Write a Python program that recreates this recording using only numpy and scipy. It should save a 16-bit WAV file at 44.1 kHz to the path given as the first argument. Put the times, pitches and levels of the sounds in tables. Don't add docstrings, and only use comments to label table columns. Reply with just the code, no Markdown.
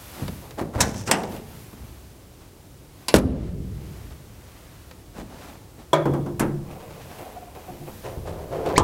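import sys
import numpy as np
from scipy import signal
from scipy.fft import rfft, irfft, next_fast_len
from scipy.io import wavfile
from scipy.ndimage import map_coordinates

SR = 44100
rng = np.random.default_rng(int(sys.argv[2]) if len(sys.argv) > 2 else 0)


def unload_wav(signal):
    wavfile.write(
        sys.argv[1],
        SR,
        np.round(np.clip(np.atleast_2d(signal).T, -1, 1) * 32767).astype(np.int16),
    )


N = 389623
TIME = np.arange(N) / SR
AGE = np.arange(2 * SR) / SR

# frequency in Hz, relative level in dB.
RUB_TONE = [(150, -44), (600, 8), (2200, 1.5), (5000, -5.5), (8000, -9), (11000, -15), (15000, -45)]


def amp(db):
    return 10 ** (np.asarray(db) / 20)


def unit(x):
    return x / np.sqrt(np.mean(x ** 2) + 1e-20)


def along(points, hz):
    f, v = np.transpose(points)
    return np.interp(np.log(hz + 1), np.log(f + 1), v)


def coloured(x, tone, tilt_db_per_octave=0):
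    size = 2 * next_fast_len(len(x) // 2 + 4096)
    hz = np.fft.rfftfreq(size, 1 / SR)
    level_db = np.maximum(along(tone, hz), -90)
    gain = amp(level_db + tilt_db_per_octave * np.log2(hz + 200))
    cepstrum = irfft(np.log(unit(gain)))
    cepstrum[1:size // 2] *= 2
    cepstrum[size // 2 + 1:] = 0
    response = np.exp(rfft(cepstrum))
    return irfft(rfft(x, size) * response)[:len(x)]


def dying(t60s, stretch=1, tone=None):
    hz, t, z = signal.stft(rng.standard_normal(len(AGE)), SR, nperseg=256)
    fall_db = -60 * t / (stretch * along(t60s, hz)[:, None])
    colour_db = along(tone, hz)[:, None] if tone else 0
    tail = signal.istft(z * amp(fall_db + colour_db), SR)[1][:len(AGE)]
    return tail / np.linalg.norm(tail[:SR // 2])


def in_garage(x, wet_db):
    # frequency in Hz, t60 in s.
    garage_t60 = [(50, 2.37), (150, 0.77), (420, 0.78), (1100, 0.67), (3000, 0.93), (8000, 0.61),
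                  (15000, 0.11)]
    # frequency in Hz, relative level in dB.
    echo_tone = [(50, 4.5), (200, 5.5), (600, 0.5), (2000, -11), (8000, -14), (15000, 6)]
    tail = dying(garage_t60, tone=echo_tone) * (1 - np.exp(-AGE / 0.0021))
    return x + amp(wet_db) * signal.fftconvolve(x, tail)[:len(x)]


def wobble(knots_per_s):
    knots = AGE * knots_per_s
    return map_coordinates(rng.standard_normal(int(knots[-1]) + 4), [knots], order=1)


def ringing(modes, wander_rad=0.38):
    ring = np.zeros(len(AGE))
    for hz, db, t60_s in modes:
        level = amp(db + rng.normal(0, 1) - 60 * AGE / t60_s)
        phase = 2 * np.pi * (hz * AGE + rng.random()) + wander_rad * wobble(70)
        ring += level * np.sin(phase)
    ring = ring * (1 - np.exp(-AGE / 0.00087))
    return ring / np.linalg.norm(ring)


def strikes(contacts, tone, gain_db, stretch, wet_db, modes=(), modes_db=0,
            chatter_s=.01, chatter_db=0, rise_s=.001):
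    # frequency in Hz, t60 in s.
    metal_t60 = [(60, 0.36), (300, 0.32), (1000, 0.28), (3000, 0.17), (8000, 0.088), (15000, 0.018)]
    out = np.zeros(N + len(AGE))
    for s, db, bright_db in contacts:
        chatter = rng.standard_normal(len(AGE)) * 1000 ** (-AGE / chatter_s)
        force = dying(metal_t60, stretch) + amp(chatter_db) * chatter / np.linalg.norm(chatter)
        hit = coloured(force * (1 - np.exp(-AGE / rise_s)), tone, bright_db)
        hit = hit / np.linalg.norm(hit)
        if len(modes):
            hit = hit + amp(modes_db) * ringing(modes)
        out[round(s * SR):][:len(AGE)] += amp(db + gain_db) * in_garage(hit, wet_db)
    return out[:N]


def rebounds(blows, gap_s, loss_db, dull_db, count, slowing=1):
    return [(s + gap_s * k ** slowing, db - loss_db * k, bright_db - dull_db * k)
            for s, db, bright_db in blows for k in range(count)]


def friction(tone, slips_per_s, spread_db):
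    hits = rng.random(N) < slips_per_s / SR
    slips = hits * rng.choice([-1, 1], N) * amp(spread_db * rng.standard_normal(N))
    return unit(coloured(slips, tone))


def strokes(rows, attack_s):
    power = np.zeros(N)
    for s, length_s, db in rows:
        age = np.maximum(TIME - s, 0)
        rise = np.minimum(age / attack_s, 1)
        fall = 10 ** (-np.maximum(age - attack_s, 0) / length_s)
        power += (amp(db) * rise * fall) ** 2
    return np.sqrt(power)


def swells(rows):
    power = np.zeros(N)
    for s, length_s, db in rows:
        power += amp(db) ** 2 * np.exp(-np.minimum((2 * (TIME - s) / length_s) ** 2, 20))
    return np.sqrt(power)


def door_latches():
    # time in s, level in dB before gain, tilt in dB per octave.
    lock_contacts = [(0.804, 0, -0.5), (0.811, -3, 0)]
    check_contacts = [(1.075, -15, -2), (1.112, 1, 0), (1.135, -9, -3)]
    # frequency in Hz, relative level in dB.
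    lock_tone = [(53, -30), (90, -6.5), (218, -4.5), (373, -19), (483, -12), (727, -9.5), (963, -7),
                 (1170, -15), (1690, -9), (3290, -19), (3660, -10), (4740, -15.5), (5630, -6), (7450, -8),
                 (15500, -27)]
    check_tone = [(65, -41), (110, -8.5), (181, -6), (531, -8.5), (770, -2.5), (1140, -10.5), (1960, -9),
                  (2170, -11.5), (2960, -9), (3870, -20), (5170, -10.5), (6630, -17.5), (7990, -7),
                  (10200, -17), (15500, -25)]
    # frequency in Hz, relative level in dB, t60 in s.
    door_modes = [(213, 0, 0.32), (814, 3, 0.29), (1506, -6, 0.41), (2640, 7, 0.041), (3790, -14, .13),
                  (6000, 1, 0.16), (5880, 1, 0.19), (7140, -5, 0.091), (8000, 3, 0.091)]
    lock = strikes(lock_contacts, lock_tone, gain_db=13.5, stretch=0.85, wet_db=-10.0, modes=door_modes,
                   modes_db=-11.0, chatter_s=0.053, chatter_db=5.5, rise_s=0.0035)
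    check = strikes(check_contacts, check_tone, gain_db=17.5, stretch=0.92, wet_db=-12.0, modes=door_modes,
                    modes_db=-21.0, chatter_s=0.061, chatter_db=-3.5, rise_s=0.00086)
    return lock + check


def hood_release():
    # time in s, level in dB before gain, tilt in dB per octave.
    release_contacts = [(3.083, -8.5, 1.5)]
    pop_contacts = [(3.141, 8, -2), (3.151, -3.5, 1.5), (3.16, 5, 0), (3.182, -11.5, 1.5), (3.237, -4, -21)]
    # frequency in Hz, relative level in dB.
    release_tone = [(88, -54), (150, -4), (827, -11), (966, -9), (1730, -16), (2700, -8), (3620, -16),
                    (4140, -6.5), (5330, -12), (10500, -13), (15500, -28)]
    pop_tone = [(25, -49), (50, -7.5), (110, -5), (230, 0), (400, -6), (570, -8.5), (800, -15.5),
                (1100, -13), (1900, -20.5), (3000, -23), (6000, -24.5), (11500, -25.5), (15500, -36)]
    # frequency in Hz, relative level in dB, t60 in s.
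    release_modes = [(1001, -3, 0.088), (2590, -20, 0.1), (4030, -18, 0.055), (4770, 11, 0.021),
                     (11000, 1, 0.023)]
    pop_modes = [(105.7, -7.5, 0.38), (145.6, -12, 0.69), (209, -9, 0.13), (258, -4.5, 0.28),
                 (472, -2, 0.068), (586, 2.5, 0.049)]
    release = strikes(release_contacts, release_tone, gain_db=14.0, stretch=0.64, wet_db=-6.5,
                      modes=release_modes, modes_db=-6.5, chatter_s=0.012, chatter_db=3, rise_s=0.0022)
    jumps = rebounds(pop_contacts, gap_s=.0045, loss_db=4.0, dull_db=-0.9, count=2)
    pop = strikes(jumps, pop_tone, gain_db=20.0, stretch=0.54, wet_db=-14.5, modes=pop_modes,
                  modes_db=-5.5, chatter_s=0.021, chatter_db=0.5, rise_s=0.00025)
    return release + pop


def hood():
    # time in s, level in dB before gain, tilt in dB per octave.
    catch_contacts = [(5.931, -2.5, 0)]
    hook_contacts = [(6.395, -11, 0), (6.403, -19, -2.5)]
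    panel_contacts = [(6.054, -5.5, 1.5), (6.135, -11.5, 3), (6.26, -18, 2.5), (6.405, -5.5, 1.5),
                      (6.515, -18.5, -12), (7.186, -31.5, 7), (7.552, -33.5, 6.5), (7.685, -26.5, -10),
                      (7.8, -24.5, -20), (7.88, -32, 0)]
    stay_contacts = [(8.779, 0.5, -0.5), (8.795, -1.8, -3.5)]
    # frequency in Hz, relative level in dB.
    catch_tone = [(59, -72), (100, -36), (270, -21), (340, -4.5), (487, -15.5), (564, -4.5), (825, -12.5),
                  (998, -11), (2040, -21), (2220, -19), (2810, -30), (3320, -20), (4960, -33.5),
                  (5870, -27.5), (15500, -36)]
    hook_tone = [(200, -21), (700, 0.5), (1150, -3.5), (1600, -0.5), (2500, -8), (4000, -17), (7000, -11.5),
                 (10000, -5.5), (13000, -12), (15500, -18)]
    panel_tone = [(40, -17), (90, -18), (145, -2.5), (210, -4.5), (350, -4), (550, -9.5), (800, -14.5),
                  (1150, -18.5), (1800, -32), (4000, -46), (15000, -53)]
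    stay_tone = [(26, -30), (45, -15), (123, -5.5), (262, -17.5), (448, -2.5), (615, -17), (1000, -5.5),
                 (1110, -7), (1480, -22.5), (2090, -22), (2540, -26), (3090, -21), (4680, -24.5),
                 (7630, -19), (15500, -41.5)]
    # frequency in Hz, relative level in dB, t60 in s.
    catch_modes = [(151.6, -10.5, 0.86), (327.7, -1.5, 0.32), (561.5, 0.5, 0.23), (650, -1, 0.17),
                   (996, 7, 0.086), (1219, -6, 0.26), (1587, -15, 0.19), (1840, -15, 0.23),
                   (2255, -14, 0.2), (3310, -3, 0.052), (3366, -4, 0.052)]
    panel_modes = [(122.6, -29, 0.64), (140.7, 5.5, 0.8), (208.4, 3, 0.6), (280, 1.5, 0.44),
                   (345.9, 6.5, 0.4), (405, -25, 0.15)]
    stay_modes = [(73, -1, 0.54), (96, 10, 1), (432, -28, 0.48), (964, 10, 0.27), (1080, -3, 0.34),
                  (1193, 3, 0.43)]
    catch = strikes(catch_contacts, catch_tone, gain_db=17, stretch=1.2, wet_db=-10, modes=catch_modes,
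                    modes_db=2, chatter_s=.04, chatter_db=-2, rise_s=.0015)
    hook = strikes(hook_contacts, hook_tone, gain_db=16, stretch=1.12, wet_db=-10.5,
                   chatter_s=0.041, chatter_db=-3.5, rise_s=0.00069)
    flaps = rebounds(panel_contacts, gap_s=.011, loss_db=3.0, dull_db=3.0, count=3, slowing=1.7)
    panel = strikes(flaps, panel_tone, gain_db=15.5, stretch=1.0, wet_db=-17, modes=panel_modes,
                    modes_db=-0.5, chatter_s=0.028, chatter_db=2.5, rise_s=0.0027)
    stay = strikes(stay_contacts, stay_tone, gain_db=20.5, stretch=0.58, wet_db=-8.5, modes=stay_modes,
                   modes_db=-0.5, chatter_s=0.012, chatter_db=-1.5, rise_s=0.00068)
    return catch + hook + panel + stay


def door_rattle():
    # start in s, length in s, level in dB.
    rattles = [(1.125, 0.13, -23.5)]
    # frequency in Hz, relative level in dB.
    rattle_tone = [(150, -21), (480, -2), (760, 5), (1150, -5), (1600, -17), (2800, -21), (5000, -30),
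                   (8300, -19), (12000, -41)]
    rattle = strokes(rattles, attack_s=.012) * friction(rattle_tone, slips_per_s=600, spread_db=5)
    return in_garage(rattle, wet_db=-11)


def door_handle():
    # start in s, length in s, level in dB.
    handle_jerks = [(.415, 0.13, -43.5), (.572, 0.054, -26.5), (.727, 0.13, -30.5), (.775, 0.082, -25.5),
                    (1.068, 0.18, -27.5), (1.125, 0.14, -26)]
    # middle in s, length in s, level in dB.
    bolt_slides = [(.875, .07, -41.5), (.99, 0.059, -39.5), (1.075, 0.019, -36), (1.2, 0.11, -49)]
    # frequency in Hz, relative level in dB.
    handle_tone = [(100, -20), (300, 0.5), (550, -0.5), (900, -3.5), (1500, -11.5), (3000, -24.5),
                   (8000, -29.5), (15000, -39)]
    bolt_tone = [(1000, -3), (2500, -8), (4200, -10), (5700, 1), (7400, -5), (9500, -12), (15000, -21)]
    handle = strokes(handle_jerks, attack_s=0.026) * friction(handle_tone, slips_per_s=1400, spread_db=-0.5)
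    bolt = swells(bolt_slides) * friction(bolt_tone, slips_per_s=2000, spread_db=4)
    return in_garage(handle, wet_db=-9) + bolt


def lifting(start_s=6.62, end_s=7.98, start_db=-47.5, ease_db_per_s=10, ramp_s=0.058):
    moving = np.clip(np.minimum(TIME - start_s, end_s - TIME) / ramp_s, 0, 1)
    return moving * amp(start_db - ease_db_per_s * (TIME - start_s))


def hinge_creak():
    # start in s, length in s, level in dB before the 3.5 dB gain.
    hinge_jerks = [(7.1, 0.047, -43.5), (7.18, 0.29, -43.5), (7.55, 0.1, -44.5), (7.665, 0.17, -47),
                   (7.868, 0.064, -41.5)]
    # frequency in Hz, relative level in dB.
    hinge_tone = [(60, -23), (160, -3), (330, -5), (520, 3), (780, 0), (1100, -6.5), (1600, -20),
                  (2500, -14), (5000, -38), (12000, -25)]
    motion = np.hypot(lifting(), strokes(hinge_jerks, attack_s=0.013))
    creak = amp(3.5) * motion * friction(hinge_tone, slips_per_s=900, spread_db=2.0)
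    return in_garage(creak, wet_db=-9)


def hinge_rasps(start_s=6.69, period_s=0.1024, length_s=0.11, level_db=-48.5, count=5):
    rasps = [(start_s + k * period_s, length_s, level_db) for k in range(count)]
    return strokes(rasps, attack_s=0.017) * friction(RUB_TONE, slips_per_s=1600, spread_db=-2)


def stay_slide(scrape_s=0.1):
    # start in s, groan length in s, groan level in dB, scrape level in dB.
    slide_jerks = [(8.026, 0.22, -32.5, -42), (8.247, 0.24, -32, -45), (8.363, .25, -36, -55),
                   (8.501, 0.67, -29, -49.5), (8.642, 0.39, -23, -43)]
    # frequency in Hz, relative level in dB.
    groan_tone = [(50, -14.5), (130, 2), (220, -12.5), (350, -4), (480, 1.5), (730, -5), (1050, -12.5),
                  (1600, -22.5), (3000, -30), (12000, -50)]
    push = strokes([(s, length_s, db) for s, length_s, db, _ in slide_jerks], attack_s=0.031)
    groan = push * friction(groan_tone, slips_per_s=1400, spread_db=0)
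    graze = strokes([(s, scrape_s, db) for s, _, _, db in slide_jerks], attack_s=.03)
    scrape = graze * friction(RUB_TONE, slips_per_s=3600, spread_db=-2.5)
    return in_garage(groan, wet_db=-9) + scrape


def squeaks(waver=0.069, length_s=.036, glide_share=-0.038, overtone_fall_db=-22):
    # middle in s, pitch in Hz, level in dB.
    hinge_notes = [(6.766, 765, -41.5), (6.845, 747, -44), (7.265, 740, -36), (7.375, 716, -32.5),
                   (7.429, 730, -38.5), (7.481, 716, -40), (7.582, 740, -41), (7.695, 723, -34),
                   (7.823, 710, -42.5)]
    # middle in s, length in s, pitch in Hz, glide share, level in dB,
    # change per overtone in dB.
    stay_squeal = (8.768, .024, 2150, 0.5, -22, -7.5)
    out = np.zeros(N)
    notes = [(s, length_s, hz, glide_share, db, overtone_fall_db) for s, hz, db in hinge_notes]
    for s, note_s, hz, glide, db, fall_db in notes + [stay_squeal]:
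        u = np.linspace(-.5, .5, round(note_s * SR))
        jitter = waver * wobble(hz)[:len(u)]
        phase = 2 * np.pi * np.cumsum(hz * (1 + glide * u + jitter)) / SR
        note = sum(amp(k * fall_db) * np.sin((k + 1) * phase) for k in range(3))
        out[round((s - note_s / 2) * SR):][:len(u)] += amp(db) * np.cos(np.pi * u) * note
    return in_garage(out, wet_db=-17)


def loose_ticks():
    # time in s, level in dB before gain.
    tick_contacts = [(0.2797, -27.5), (.593, -31), (0.5077, -34), (0.9431, -32), (1.2348, -26),
                     (1.322, -38), (1.3644, -35.5), (4.9117, -37.5), (7.1842, -42), (7.5508, -42),
                     (8.66, -30.5), (8.6897, -32.5)]
    # frequency in Hz, relative level in dB.
    tick_tone = [(100, -20), (500, 2.5), (1500, -7.5), (3000, -6.5), (7000, -14.5), (15000, -18)]
    return strikes([(s, db, 0) for s, db in tick_contacts], tick_tone, gain_db=20.5, stretch=0.22,
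                   wet_db=-12.5, chatter_s=0.031, chatter_db=-8.5, rise_s=0.00041)


def shoes_and_door_thuds():
    # time in s, level in dB before gain, tilt in dB per octave.
    thud_contacts = [(.219, -16.5, -6), (.288, -21.5, 2.5), (.613, -16, 4.5), (.757, -14.5, -21),
                     (.835, -14.5, -4), (1.729, -32.5, 6.5), (1.803, -24, -18), (5.184, -24, 1.5),
                     (8.172, -19, -25), (8.29, -22, -13)]
    # middle in s, length in s, level in dB.
    sole_slides = [(.2, 0.095, -37.5), (5.192, 0.052, -37.5), (5.42, 0.25, -44), (5.81, 0.057, -46.5)]
    # frequency in Hz, relative level in dB.
    thud_tone = [(20, -31), (50, -1), (170, 0.5), (300, -2), (600, -18.5), (1500, -35.5), (6000, -65),
                 (15000, -65)]
    sole_tone = [(80, -12), (160, 2.5), (280, 0), (450, -4.5), (800, -4.5), (1100, -10.5), (2000, -19),
                 (5000, -25), (15000, -35)]
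    double_thuds = rebounds(thud_contacts, gap_s=.04, loss_db=11, dull_db=0.0, count=2)
    thuds = strikes(double_thuds, thud_tone, gain_db=21.0, stretch=0.96, wet_db=-16.0,
                    chatter_s=0.036, chatter_db=7.5, rise_s=0.00087)
    low_rub = friction(sole_tone, slips_per_s=1400, spread_db=1.5)
    bright_rub = amp(-11) * friction(RUB_TONE, slips_per_s=3100, spread_db=0)
    return thuds + swells(sole_slides) * (low_rub + bright_rub)


def sleeves():
    # middle in s, length in s, rub level in dB before the -0.5 dB gain, swish level in dB.
    cloth_moves = [(0.156, 0.53, -48.5, -46.5), (1.341, 0.085, -48.5, -47), (1.57, 0.24, -53.5, -51),
                   (1.863, 0.38, -55.5, -56.5), (2.43, 0.071, -56.5, -64), (3.033, 0.12, -57, -59),
                   (3.435, 0.13, -48, -75), (3.97, 0.36, -53, -57), (4.118, 0.019, -50, -68),
                   (4.627, 0.56, -54.5, -59.5), (5.453, 0.15, -49.5, -55), (7.163, 0.44, -50.5, -54.5),
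                   (7.67, .2, -53, -56), (7.978, 0.33, -53.5, -51), (8.5, 0.94, -65, -56)]
    # frequency in Hz, relative level in dB.
    swish_tone = [(4000, -6), (8000, -8), (13000, -3), (16000, -9)]
    rub = swells([(s, length_s, db) for s, length_s, db, _ in cloth_moves])
    swish = swells([(s, length_s, db) for s, length_s, _, db in cloth_moves])
    rubbing = amp(-0.5) * rub * friction(RUB_TONE, slips_per_s=2800, spread_db=0.5)
    return rubbing + swish * friction(swish_tone, slips_per_s=19000, spread_db=4.0)


def background(air_db=-48.5, rumble_db=-50.5):
    # start in s, level in dB.
    boom_blows = [(.8, -35), (1.112, -52), (3.2, -31), (6.06, -34), (6.41, -40.5)]
    # frequency in Hz, relative level in dB.
    air_tone = [(12, -38), (20, -30), (44, -4.5), (76, -5), (153, -28), (268, -15.5), (317, -14.5),
                (539, -20), (916, -26), (1510, -30.5), (1740, -32), (11300, -36), (15800, -38)]
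    rumble_tone = [(20, -36.5), (50, -12), (100, 1.5), (160, -5), (300, -13.5), (1000, -50)]
    air = amp(air_db) * unit(coloured(rng.standard_normal(N), air_tone))
    boom = strokes([(s, 0.98, db) for s, db in boom_blows], attack_s=0.013)
    rumble = unit(coloured(rng.standard_normal(N), rumble_tone))
    return air + np.hypot(amp(rumble_db), boom) * rumble


def scene():
    car = door_latches() + hood_release() + hood() + door_rattle() + door_handle()
    lift = hinge_creak() + hinge_rasps() + stay_slide() + squeaks() + loose_ticks()
    mono = car + lift + shoes_and_door_thuds() + sleeves() + background()
    return np.array([mono, mono])


def record(dry, limit_db=-4, recovery_db_per_s=28, attack_s=0.0052, top_hz=15900):
    excess_db = np.maximum(20 * np.log10(np.abs(dry[0]) + 1e-9) - limit_db, 0)
    recovered_db = recovery_db_per_s * TIME
    duck_db = np.maximum.accumulate(excess_db + recovered_db) - recovered_db
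    keep = np.exp(-1 / (attack_s * SR))
    smooth_duck_db = signal.lfilter([1 - keep], [1, -keep], duck_db)
    limited = np.clip(dry * amp(-smooth_duck_db), -1, 1)
    size = next_fast_len(N + SR)
    passed = np.fft.rfftfreq(size, 1 / SR) < top_hz
    return irfft(rfft(limited, size) * passed, size)[:, :N]


dry = scene()
out = record(dry)
unload_wav(out)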